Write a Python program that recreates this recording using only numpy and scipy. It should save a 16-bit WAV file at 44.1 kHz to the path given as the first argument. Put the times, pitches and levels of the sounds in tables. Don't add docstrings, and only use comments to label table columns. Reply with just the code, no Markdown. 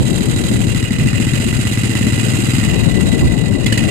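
import sys
import numpy as np
from scipy import signal
from scipy.fft import rfft, irfft
from scipy.io import wavfile
from scipy.ndimage import uniform_filter1d

SR = 44100
rng = np.random.default_rng(int(sys.argv[2]) if len(sys.argv) > 2 else 0)


def store_wav(level_fs):
    pcm = np.round(np.clip(np.atleast_2d(level_fs), -1, 1) * 32767)
    wavfile.write(sys.argv[1], SR, pcm.T.astype(np.int16))


def boost_factor(decibels):
    exponent = np.asarray(decibels, float) / 20
    return 10 ** exponent


N = 171990


def read(points, hz):
    f, value = np.transpose(points)
    return np.interp(np.log(hz + 1), np.log(f + 1), value)


def curve(table, size=N):
    rows = np.transpose(table)
    t = np.linspace(0, N / SR, size)
    return [np.interp(t, rows[0], row) for row in rows[1:]]


def evened(x):
    return x / np.sqrt(np.mean(x ** 2) + 1e-20)


def coloured(x, gain):
    return irfft(rfft(x) * gain(np.fft.rfftfreq(N, 1 / SR)), N)


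def resonate(x, hz, width_hz):
    return signal.lfilter(*signal.iirpeak(hz, hz / width_hz, SR), x)


# time in seconds, firings per second.
SPEED = [(0.0, 13.04), (0.25, 12.86), (0.45, 13.2), (0.9, 12.39), (1.0, 13.31), (1.15, 14.38), (1.5, 15.84),
         (1.95, 17.03), (2.55, 20.84), (2.7, 20.88), (3.0, 17.29), (3.3, 14.98), (3.6, 12.86),
         (3.66, 13.86), (3.72, 18.23), (3.8, 21.54), (3.9, 18.43)]
START_TURN = .297


def beats(share):
    turns = START_TURN + np.cumsum(curve(SPEED)[0]) / SR
    return np.flatnonzero(np.diff(np.floor(turns - share)))


# time in seconds, exhaust thump in dB, rattle in dB, frame strain in dB.
THROTTLE = [(0, -6.5, -26, -11), (.5, -3.5, -25, -7), (.8, -2.5, -27, -0.5), (.95, -2, -29.5, 0.5),
            (1.05, -0.5, -28, 1), (1.5, -3, -25.5, -1.5), (2, -0.5, -27, 0), (2.4, -3, -25.5, -2.5),
            (2.62, 1, -27, -0.5), (2.72, -9.5, -28.5, 1), (2.85, -9, -30.5, 0.5), (3.1, -14, -28, -2),
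            (3.4, -7.5, -31.5, 0), (3.6, -6, -32, -0.5), (3.66, -1.5, -31.5, 1.5), (3.76, -1, -30, 1.5),
            (3.9, -8, -28.5, 0)]
# centre in Hz, width in Hz, level in dB.
SILENCER = [(114.9, 13.8, 8), (278, 45, -0.5)]
THUMP_DB, THUMP_LAG_S = -3.5, 0.00013
BLOW_S, PUFF_S, LEAD, LEAD_S = .002, 0.0013, 0.52, 0.00084
PIPE_S, PIPE_ECHO, PIPE_LOSS_HZ, OUTLET_HZ = 0.00854, 0.61, 458, 59


def exhaust():
    size = 8192
    t = np.arange(size) / SR - 2 * BLOW_S
    s = 2j * np.pi * np.fft.rfftfreq(size, 1 / SR)
    puff = LEAD * np.exp(-((t + LEAD_S) / PUFF_S) ** 2 / 3) - np.exp(-(t / PUFF_S) ** 2)
    echo = PIPE_ECHO * np.exp(-s * PIPE_S) / (1 + s / (2 * np.pi * PIPE_LOSS_HZ))
    outlet = (s / (s + 2 * np.pi * OUTLET_HZ)) ** 2
    thump = irfft(rfft(puff) * (1 + echo) * outlet)
    thump *= np.minimum(np.arange(size) / (BLOW_S * SR / 2), 1) ** 2
    thump = thump + sum(boost_factor(db) * resonate(thump, hz, width_hz) for hz, width_hz, db in SILENCER)

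    firing, at = np.zeros(N), beats(0)
    uneven_db = .6 * rng.standard_normal(len(at))
    firing[at - round(BLOW_S * SR * .8)] = boost_factor(curve(THROTTLE)[0][at] + uneven_db)
    right = boost_factor(THUMP_DB) * signal.oaconvolve(firing, thump / abs(thump).max())[:N]
    return np.array([np.roll(right, round(THUMP_LAG_S * SR)), right])


# frequency in Hz, level in dB.
LEFT_PORT = [(700, -2.5), (1700, -7), (3400, -9), (4600, 3), (5600, -3), (7400, -17), (10000, -16),
             (11500, -95)]
# frequency in Hz, left lead in radians.
LEFT_PHASE = [(700, 0), (1620, -3.1), (2350, -9.4), (3280, -15.7), (3800, -22), (5700, -40.8),
              (8000, -47.1), (10500, -53.4)]
SHARED = 0.49


def ports(near, other):
    f, lead = np.transpose(LEFT_PHASE)
    left = SHARED * near + np.sqrt(1 - SHARED ** 2) * other

    def path(hz):
        return boost_factor(read(LEFT_PORT, hz)) * np.exp(1j * np.interp(hz, f, lead))

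    return np.array([coloured(left, path), near])


# share of cycle, broad rattle in dB, crankcase in dB, cover in dB,
# fade in seconds.
KNOCKS = [
    (.98, 3, 2.5, -10, 0.0084),
    (.145, 8.5, 3.5, 3, 0.0058),
    (.25, -5.5, 1.5, -3, 0.0038),
    (.285, 8, -5, 7, 0.0055),
    (.35, 8, -0.5, 5.5, 0.01),
    (0.458, -12.5, -5, -5.5, 0.0013),
    (.565, -5.5, 5.5, -18, 0.0019),
    (.62, 9, -6, 1, 0.0088),
    (.7, -8.5, -1.5, 6.5, 0.0041),
]
# centre in Hz, width in Hz, level in dB, dB gained per dB of strain.
CASINGS = [(1992, 81, -11.5, 2.5), (1844, 44, -18.5, 4.5), (2512, 100, -12, 3), (2765, 45, -12.5, 2),
           (2879, 28, -14.5, 2.5), (3230, 88, -21, -0.5), (3893, 126, -19, -0.55), (4930, 62, -24.5, 0.5),
           (1453, 315, -15, 0.4)]
# frequency in Hz, level in dB.
RATTLE = [(350, -2.5), (1200, -10.5), (2700, 0.5), (4200, -13.5), (5500, -15.5), (7400, 1.5), (10500, -11),
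          (14000, -16)]
# centre in Hz, width in Hz, level in dB, extra at left port in dB.
BELLS = [(1564, 16, -43, 3), (1985, 16, -35.5, 0), (3868, 16, -37.5, -5), (4382, 25, -49, 0)]
KNOCK_SPREAD_DB, BETWEEN_DB, BROAD_DB = 1.6, -2.5, 10
BLOW_DB, COASTING_GAIN = 0.88, .6
CLICK_SHARE, COVER_LOW_HZ, COVER_HIGH_HZ = 1.1, 2300, 3500


def rattle():
    load_db, level_db, strain_db = curve(THROTTLE)
    shake, clicks = np.full((3, N), boost_factor(BETWEEN_DB)), np.zeros((3, N))
    for share, *part_db, fade_s in KNOCKS:
        hits, at = np.zeros((3, N)), beats(share)
        knock_db = KNOCK_SPREAD_DB * rng.standard_normal(len(at))
        if share > .9:
            knock_db = knock_db + BLOW_DB * (load_db[at] + 8.5)
        hits[:, at] = boost_factor(np.c_[part_db] + knock_db)
        shake += signal.lfilter([1], [1, -np.exp(-1 / (fade_s * SR))], hits)
        clicks += hits
    shake = [evened(row) for row in uniform_filter1d(shake, size=90)]

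    def broad_gain(hz):
        return boost_factor(read(RATTLE, hz)) * hz ** 2 / (hz ** 2 + 300 ** 2)

    pair = []
    grit = 1.49 * np.tanh(rng.standard_normal((len(CASINGS), N)))
    for noise in rng.standard_normal((2, N)):
        rings = np.zeros(N)
        for (hz, width_hz, db, slope), taps in zip(CASINGS, grit):
            part = 2 if COVER_LOW_HZ < hz < COVER_HIGH_HZ else 1
            drive = noise * shake[part] + CLICK_SHARE * taps * evened(clicks[part])
            ring = resonate(drive, hz, width_hz) * np.sqrt(SR / 2 / width_hz)
            rings += boost_factor(db + slope * strain_db) * ring
        broad = coloured(noise * shake[0], broad_gain)
        pair.append(boost_factor(level_db) * (boost_factor(BROAD_DB) * broad + rings))
    out = ports(*pair)

    bell_hits = clicks[1] * boost_factor(-COASTING_GAIN * load_db)
    for hz, width_hz, db, left_db in BELLS:
        bell = evened(resonate(bell_hits, hz, width_hz))
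        out = out + boost_factor([[db + left_db], [db]]) * ports(bell, bell)
    return out


# time in seconds, level in dB.
BREEZE = [(0, -11), (.15, -10), (.45, -11), (.7, -12), (.85, -16), (1.1, -14), (1.5, -14), (1.8, -16.5),
          (1.95, -13), (2.3, -13.5), (2.6, -15), (2.72, -8.5), (3, -8.5), (3.25, -10), (3.5, -9),
          (3.75, -11.5), (3.9, -8.5)]
# centre in seconds, length in seconds, level in dB.
GUSTS = [(0.01, 0.022, -10.5), (0.34, 0.079, -19.5), (0.55, 0.062, -16.5), (0.798, 0.12, -40),
         (1.03, 0.041, -16.5), (1.113, 0.027, -29), (1.39, 0.32, -28.5), (2.053, 0.07, -33),
         (2.74, 0.066, -24), (3.097, 0.057, -23), (3.241, 0.043, -8), (3.85, 0.072, -31)]
# frequency in Hz, level in dB.
BUFFET_LEFT = [(25, -35), (45, -41), (90, -4), (160, -2.5), (300, -9), (600, -21), (1200, -33.5),
               (3000, -155)]
BUFFET_RIGHT = [(20, -84), (60, 10.5), (120, -1), (250, -2), (450, -14), (900, -21), (2000, -39)]
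CALM_DB, LUMPS_DB = -26.5, 2
BRIGHTEN = 0.29


def wind():
    frames, hz = N // 256 + 5, np.fft.rfftfreq(1024, 1 / SR)
    t = np.arange(frames) * 256 / SR
    gusts = boost_factor(CALM_DB) + sum(boost_factor(db) * np.exp(-((t - s) / length_s) ** 2) for s, length_s, db in GUSTS)
    breeze_db = np.interp(t, *np.transpose(BREEZE))
    octaves = np.log2(hz[:, None] / 150 + 1)
    out = []
    for colour, db in (BUFFET_LEFT, breeze_db), (BUFFET_RIGHT, 20 * np.log10(gusts)):
        a, b, lumps = rng.standard_normal((3, 513, frames))
        lumps = uniform_filter1d(uniform_filter1d(lumps, size=5, axis=0), size=5, axis=1)
        shape = boost_factor(read(colour, hz)[:, None] + BRIGHTEN * octaves * (db + 0.5))
        shape = shape / np.sqrt((shape ** 2).sum(0))
        z = (a + 1j * b) * shape * boost_factor(db + LUMPS_DB * evened(lumps))
        out.append(signal.istft(z, nperseg=1024, noverlap=768)[1][:N] * 1.15)
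    return np.array(out)


# time in seconds, level in dB, pitch in Hz.
TICKS = [
    (3.646, -4, 5500),
    (1.67, -19, 900),
]


def ticks():
    t, left = np.arange(N) / SR, np.zeros(N)
    for s, db, hz in TICKS:
        left += boost_factor(db) * np.sin(2 * np.pi * hz * (t - s)) * np.exp(-((t - s) * hz / .4) ** 2)
    return np.array([left, 0.39 * left])


# time in seconds, gas in dB, body in dB, low body in Hz, high body in Hz.
SPUTTER = [
    (3.662, -13.5, -7.5, 2073, 3380),
    (3.7234, -14, -6.5, 1736, 2960),
    (3.7747, -13, -9.5, 1970, 2640),
]
CRACK_S, CRACK_RISE_S, BODY_S, BODY_RISE_S = 0.0077, .002, 0.0034, 0.0028


def sputter():
    t, noise = np.arange(N) / SR, rng.standard_normal((2, N))
    burst, body = np.zeros(N), np.zeros(N)
    for s, gas_db, body_db, low_hz, high_hz in SPUTTER:
        since = np.maximum(t - s, 0)
        burst += boost_factor(gas_db) * np.minimum(since / CRACK_RISE_S, 1) * np.exp(-since / CRACK_S)
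        swell = np.minimum(since / BODY_RISE_S, 1) ** 2
        swell = swell * np.exp(-np.maximum(since - BODY_RISE_S, 0) / BODY_S)
        tones = np.sin(2 * np.pi * low_hz * since) + 0.74 * np.sin(2 * np.pi * high_hz * since)
        body += boost_factor(body_db) * swell * tones
    pair = []
    for hiss in noise * burst:
        gas = coloured(hiss, lambda hz: 3.5 * boost_factor(read(RATTLE, hz))) + 1.37 * resonate(hiss, 4340, 900)
        pair.append(gas + body)
    return ports(*pair)


def scene():
    return exhaust() + rattle() + wind() + ticks() + sputter()


def roll_off(x):
    return signal.sosfilt(signal.butter(12, 14910, fs=SR, output="sos"), x)


# frequency in Hz, threshold
# in dB.
PATCH_FLOOR = [(4600, -30), (5450, 0), (6100, -25), (9500, -12), (11300, -1), (13000, 0), (14500, 4)]
CEILING, EDGE_HZ, TREBLE_HZ = 1.08, 14450, 9500


def record(dry):
    edge = signal.firwin(201, EDGE_HZ, window=("kaiser", 6), fs=SR)[None]
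    limited = CEILING * np.tanh(dry / CEILING)
    hz, _, z = signal.stft(signal.oaconvolve(limited, edge, "same"), SR, nperseg=2048)
    patch = uniform_filter1d(abs(z), size=4, axis=1)
    patch = patch / patch[:, hz > TREBLE_HZ].mean(1, keepdims=True) ** .8
    usual = np.median(patch, axis=2)[..., None]
    z = z * (patch > usual * boost_factor(read(PATCH_FLOOR, hz))[:, None])
    mix = signal.istft(z, nperseg=2048)[1][:, :N]
    return roll_off(mix)


dry = scene()
out = record(dry)
store_wav(out)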